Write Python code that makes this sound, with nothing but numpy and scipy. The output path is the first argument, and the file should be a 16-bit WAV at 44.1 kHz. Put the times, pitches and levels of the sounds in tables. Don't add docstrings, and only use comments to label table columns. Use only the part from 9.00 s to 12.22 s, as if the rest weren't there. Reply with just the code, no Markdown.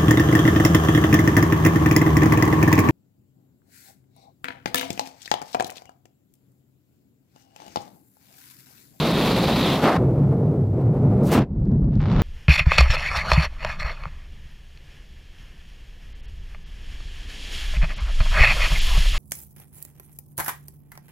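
import sys
import numpy as np
from scipy import signal
from scipy.fft import rfft, irfft
from scipy.io import wavfile
from scipy.ndimage import uniform_filter1d, map_coordinates

SR = 44100
rng = np.random.default_rng(int(sys.argv[2]) if len(sys.argv) > 2 else 0)


def digitize_waveform(pressure):
    field = np.atleast_2d(pressure).T
    bounded = np.clip(field, -1, 1)
    quanta = np.round(bounded * 32767).astype(np.int16)
    wavfile.write(sys.argv[1], SR, quanta)


N = 142002
T = np.arange(N) / SR
FREQS = np.maximum(np.arange(N // 2 + 1) * SR / N, 1)



def open_wind():
    # [t/s, level/dB]
    rush_levels = [(0, -20), (.4, -19), (.735, -19.5), (.765, -21), (.79, -24), (.816, -27.5),
                   (.824, -19.5), (.844, -16.5), (.87, -25.5), (.968, -30.5), (.985, -83.5)]
    hiss_levels = [(0, -32), (.45, -33), (.58, -31), (.66, -28), (.75, -31.5), (.775, -39), (.815, -81),
                   (.845, -26), (.87, -57), (.95, -90)]
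    roar_levels = [(.76, -36), (.795, -30), (.817, -29), (.828, -25), (.84, -17.5), (.88, -15.5),
                   (.912, -19), (.927, -19.5), (.969, -20.5), (.978, -33), (.99, -35)]
    # [f/Hz, level/dB]
    rush_colour = [(20, -39), (45, -9), (95, -7), (165, 4.5), (300, -3.5), (550, -7.5), (1150, -14),
                   (1600, -22.5), (2400, -21), (4300, -25), (6000, -34), (8500, -40.5), (12500, -37.5),
                   (16000, -44.5)]
    hiss_colour = [(1500, -8.5), (2900, -4.5), (3800, 4), (4450, -2), (5300, -16.5), (7000, -42),
                   (12000, -51)]
    roar_colour = [(20, -35.5), (100, -10.5), (160, -1.5), (400, 1.5), (700, 0.5), (1300, -5), (1600, -11),
                   (2100, -14), (2800, -22), (4500, -27.5), (7000, -39.5), (14000, -47.5), (16000, -72)]
    # [t/s, f/Hz]
    hiss_pitch = [(0, 4098), (.3, 4014), (.55, 4102), (.66, 3838), (.76, 3567), (.85, 3450)]

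    rush = turbulence(rush_colour, lump_db=1.5, lump_rate=350, steady_s=0.015, width_db=-0.5)
    hiss = turbulence(hiss_colour, lump_db=4.0, lump_rate=38, steady_s=0.013, width_db=-25)
    roar = turbulence(roar_colour, lump_db=1.3, lump_rate=160, steady_s=0.013, width_db=0.5)
    centre_ratio = np.interp(T, *np.transpose(hiss_pitch)) / 3985
    swirl = np.exp(0.05 * drift(12))
    hiss = bend(hiss, centre_ratio * swirl)
    return level(rush_levels) * rush + level(hiss_levels) * hiss + level(roar_levels) * roar


def sheltered_wind():
    # [t/s, level/dB]
    rumble_levels = [(.955, -55), (.985, -16.5), (1.07, -22), (1.2, -21), (1.45, -22.5), (1.58, -24.5),
                     (1.66, -28.5), (1.73, -26.5), (1.785, -21.5), (1.85, -24.5), (2.0, -21), (2.15, -18),
                     (2.3, -20), (2.425, -16), (2.445, -36), (2.5, -39.5), (2.6, -54)]
    # [t/s, half length/s, level/dB]
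    gust_swells = [(1.097, 0.031, -33.5), (1.178, .025, -28.5), (1.342, 0.023, -31), (1.42, 0.043, -27),
                   (1.545, 0.039, -27.5), (1.632, 0.032, -32), (1.767, 0.035, -30.5), (1.9, 0.012, -30),
                   (2.223, .02, -24)]
    # [t/s, level/dB]
    skin_levels = [(.97, -67), (1.1, -65), (1.4, -66), (1.68, -67.5), (1.9, -70), (2.2, -68.5), (2.42, -71),
                   (2.45, -85)]
    # [f/Hz, level/dB]
    rumble_colour = [(20, -33.5), (50, -8), (90, 1), (170, 4.5), (280, -1.5), (480, -8.5), (700, -15.5),
                     (1000, -25), (1400, -33.5), (1600, -42), (2100, -43.5), (3000, -54), (6500, -64),
                     (16000, -67.5)]
    gust_colour = [(120, -27.5), (280, -8), (400, 6.5), (600, -6.5), (800, -20), (1400, -32), (3000, -62),
                   (9000, -91.5)]
    skin_colour = [(1200, -12), (2500, -2), (4200, -3.5), (6500, -8), (16000, -10)]

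    rumble = turbulence(rumble_colour, lump_db=0.5, lump_rate=55, steady_s=0.02, width_db=1.0)
    gusts = turbulence(gust_colour, lump_db=3.0, lump_rate=100, steady_s=0.014, width_db=1.5)
    skin = turbulence(skin_colour, lump_db=1.5, lump_rate=90, steady_s=0.04, width_db=-1.0)
    swells = np.zeros(N)
    for centre_s, half_s, db in gust_swells:
        swells += from_db(db) * np.exp(-0.5 * ((T - centre_s) / half_s) ** 2)
    return level(rumble_levels) * rumble + swells * gusts + level(skin_levels) * skin


def eddy_throb():
    # [t/s, f/Hz, level/dB]
    eddies = [(.94, 151.9, -40), (.985, 148.8, -22.5), (1.072, 138.7, -17), (1.12, 124.5, -29),
              (1.24, 131.6, -18.5), (1.4, 121.4, -27.5), (1.5, 134.4, -18.5), (1.551, 125.2, -31),
              (1.618, 118.5, -19.5), (1.698, 104.4, -22.5), (1.765, 117.9, -24), (1.805, 142, -25.5),
              (1.86, 114, -17), (1.91, 129.4, -24), (1.979, 125.6, -22), (2.024, 110.6, -20),
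              (2.069, 123, -19.5), (2.15, 118.6, -24.5), (2.231, 133.4, -20), (2.31, 166.6, -30),
              (2.358, 143.3, -38), (2.425, 138.6, -18), (2.446, 131.5, -35)]
    s, hz, db = np.transpose(eddies)
    wander = np.exp(0.15 * drift(44.1))
    phase = 2 * np.pi * np.cumsum(np.interp(T, s, hz) * wander) / SR
    swing = rms_one(from_db(3 * np.tanh(drift(29))))
    tone = np.sqrt(2) * np.sin(phase)
    lift = from_db(2)
    return lift * level(np.c_[s, db]) * swing * tone


def burst():
    # [t/s, level/dB]
    spray_levels = [(2.21, -86), (2.232, -54.5), (2.275, -41.5), (2.31, -46.5), (2.317, -33.5),
                    (2.338, -30.5), (2.352, -37.5), (2.39, -49), (2.41, -68)]
    blast_levels = [(2.23, -75), (2.28, -32.5), (2.305, -31.5), (2.33, -17.5), (2.358, -16.5),
                    (2.39, -17.5), (2.406, -24.5), (2.424, -27), (2.44, -40), (2.465, -60.5)]
    # [f/Hz, level/dB]
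    spray_colour = [(500, -30), (2000, -8), (4000, 3), (7000, 1.5), (10000, 0), (15500, -1)]
    blast_colour = [(20, -12), (90, -14.5), (180, 7), (500, -0.5), (1300, -8.5), (1600, -12.5),
                    (2700, -16.5), (4200, -25), (7000, -36), (16000, -62)]
    # [t/s, pitch ratio]
    blast_sink = [(2.33, 1.08), (2.39, 1.0), (2.405, .84), (2.44, 0.77)]

    spray = turbulence(spray_colour, lump_db=1.5, lump_rate=300, steady_s=0.02, width_db=-11.5)
    blast = turbulence(blast_colour, lump_db=2.5, lump_rate=180, steady_s=0.023, width_db=-1.0)
    blast = bend(blast, np.interp(T, *np.transpose(blast_sink)))
    return level(spray_levels) * spray + level(blast_levels) * blast


def wake():
    # [t/s, level/dB]
    buffet_levels = [(2.43, -37), (2.49, -38), (2.54, -22.5), (2.65, -24.5), (2.76, -27), (2.87, -18),
                     (2.93, -30), (2.98, -22.5), (3.05, -22.5), (3.12, -33), (3.185, -12.5), (3.22, -18)]
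    flutter_levels = [(2.43, -63), (2.495, -34), (2.508, -29), (2.57, -25), (2.61, -22), (2.75, -16),
                      (2.8, -19), (2.86, -19.5), (2.93, -21), (2.97, -15), (3.01, -21.5), (3.11, -18),
                      (3.16, -15.5), (3.22, -24)]
    # [f/Hz, level/dB]
    buffet_colour = [(20, -30), (38, -1), (55, -2), (90, -6.5), (160, -24.5), (400, -33), (2000, -89.5),
                     (8000, -120)]
    flutter_colour = [(40, -21), (100, -1.5), (150, 4.5), (220, -4.5), (300, -14.5), (450, -24.5),
                      (800, -38.5), (1400, -52), (1700, -57), (3000, -73), (5000, -82), (8000, -97),
                      (12000, -115)]

    buffet = turbulence(buffet_colour, lump_db=2.0, lump_rate=41, steady_s=0.08, width_db=7.0)
    flutter = turbulence(flutter_colour, lump_db=2.5, lump_rate=64, steady_s=0.024, width_db=-2.0)
    return level(buffet_levels) * buffet + level(flutter_levels) * flutter


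def canopy():
    # [t/s, level/dB]
    rustle_levels = [(2.91, -54.5), (2.94, -48.5), (2.995, -51), (3.01, -37.5), (3.047, -39), (3.058, -34),
                     (3.072, -37), (3.11, -29), (3.16, -29), (3.22, -25.5)]
    # [t/s, level/dB, body relative to edge/dB]
    snaps = [(2.975, -35.5, -11), (2.996, -33, -10), (3.0018, -23, 0.5), (3.0052, -19, 4.5),
             (3.010, -21, 5.5), (3.0215, -21.5, 6), (3.0278, -20, 7.5), (3.0305, -22, 1.5),
             (3.039, -18.5, 6.5), (3.0427, -27.5, 2), (3.0572, -17, 5), (3.062, -16.5, 4.5),
             (3.0682, -21.5, -2), (3.0762, -22.5, -4), (3.085, -18, 2), (3.1003, -17.5, 4.5),
             (3.1485, -19, 3.5), (3.155, -19.5, -1), (3.1632, -16, -5), (3.185, -17, 5.5),
             (3.1965, -12.5, 1.5), (3.21, -16, 7)]
    # [f/Hz, level/dB]
    rustle_colour = [(150, -0.5), (550, 0), (900, -6.5), (1400, -9), (1600, -17), (2200, -16.5),
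                     (4200, -24.5), (7000, -41.5), (10000, -65.5), (16000, -91)]
    snap_colour = [(200, 4), (900, 7), (2000, 0), (5000, -10.5), (7000, -30.5), (9500, -39), (16000, -77)]

    s, db, body_db = np.transpose(snaps)
    split_hz = 2910
    above = signal.butter(3, split_hz, "high", fs=SR, output="sos")
    below = signal.butter(3, split_hz, "low", fs=SR, output="sos")
    edge = signal.sosfilt(above, crack(s, db, snap_colour))
    body = signal.sosfilt(below, crack(s, db + body_db, snap_colour))

    rustle = crackle(rustle_colour, per_s=650, spread_db=2.5, hiss_db=-1.5, width_db=2.5)
    flapping = rms_one(from_db(2.5 * np.tanh(drift(60))))
    return edge + body + level(rustle_levels) * rustle * flapping


def lines():
    # [t/s, level/dB]
    ticking_levels = [(2.47, -88), (2.56, -78), (2.66, -75), (2.9, -74), (2.95, -70.5), (3.0, -69.5)]
    # [t/s, level/dB]
    line_ticks = [(2.555, -52), (2.602, -48.5), (2.6557, -38.5), (2.6755, -45), (2.717, -39),
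                  (2.8455, -39.5), (2.9393, -38.5), (2.9553, -30), (3.0172, -26.5), (3.126, -22.5)]
    # [f/Hz, level/dB]
    tick_colour = [(800, -24), (2500, 0), (4800, 0), (6500, -9), (8000, -20), (12000, -43)]
    line_colour = [(1000, -29), (2600, -8.5), (4000, 1), (5500, -5), (7000, -11.5), (9000, -20.5),
                   (12000, -45), (16000, -70)]

    ticking = crackle(tick_colour, per_s=170, spread_db=2.5, hiss_db=3.0, width_db=1.5)
    return level(ticking_levels) * ticking + crack(*np.transpose(line_ticks), line_colour)


def turbulence(colour, lump_db, lump_rate, steady_s, width_db):
    lumps = from_db(lump_db * np.clip(drift(lump_rate), -2.5, 2.5))
    mid, side = rng.standard_normal((2, N)) * lumps
    air = coloured(stereo(mid, side, width_db), colour)
    size = max(int(steady_s * SR), 2)
    power = np.mean(air ** 2, axis=0)
    for _ in range(2):
        power = uniform_filter1d(power, size)
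    return air / np.sqrt(power + 1e-20)


def crack(s, db, colour):
    clicks = np.zeros(N)
    clicks[np.clip((s * SR).astype(int), 0, N - 1)] = from_db(db)
    decay_s = 0.00023
    decay = signal.lfilter([1], [1, -np.exp(-1 / (decay_s * SR))], clicks + 1e-18)
    grain = 0.15 * decay * rng.standard_normal((2, N))
    mid, side = 2 * clicks + grain
    side = side * rng.choice([-1, 1], N)
    return coloured(stereo(mid, side, width_db=-4.0), colour)


def crackle(colour, per_s, spread_db, hiss_db, width_db):
    born = rng.random(N) < per_s / SR
    sizes = from_db(spread_db * np.clip(rng.standard_normal(N), -2, 1.5))
    clicks = rms_one(born * sizes) * rng.choice([-1, 1], (2, N))
    hiss = from_db(hiss_db) * rng.standard_normal((2, N))
    mid, side = clicks + hiss
    return rms_one(coloured(stereo(mid, side, width_db), colour))


def stereo(mid, side, width_db):
    # [f/Hz, side minus mid/dB]
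    port_width = [(2950, -72.5), (3150, -3.5), (4500, -7.5), (6000, -5), (8500, -0.5), (13000, -2.5)]
    return mid + from_db(width_db) * coloured(side, port_width) * np.array([[1], [-1]])


def bend(x, ratio):
    place = np.cumsum(ratio) % (N - 1)
    return np.array([map_coordinates(port, [place], order=3) for port in x])


def coloured(x, colour):
    hz, db = np.transpose(colour)
    gain = from_db(np.interp(np.log(FREQS), np.log(hz), db))
    return irfft(rfft(x) * gain, N)


def drift(rate):
    spectrum = rfft(rng.standard_normal(N))
    return rms_one(irfft(spectrum / (1 + (FREQS / rate) ** 2), N))


def level(rows):
    s, db = np.transpose(rows)
    outside_s = np.abs(T - np.clip(T, s.min(), s.max()))
    return from_db(np.interp(T, s, db) - np.minimum(1000 * outside_s, 150))


def rms_one(x):
    return x / np.sqrt(np.mean(x ** 2) + 1e-20)


def from_db(db):
    return 10 ** (np.asarray(db) / 20)


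def scene():
    return open_wind() + sheltered_wind() + eddy_throb() + burst() + wake() + canopy() + lines()


def record(dry):
    ceiling, cutoff_hz = 0.63, 15800
    rounded = dry / (1 + (dry / ceiling) ** 6) ** (1 / 6)
    lowpass = signal.ellip(12, 0.1, 80, cutoff_hz, fs=SR, output="sos")
    return signal.sosfilt(lowpass, rounded)


dry = scene()
out = record(dry)
digitize_waveform(out)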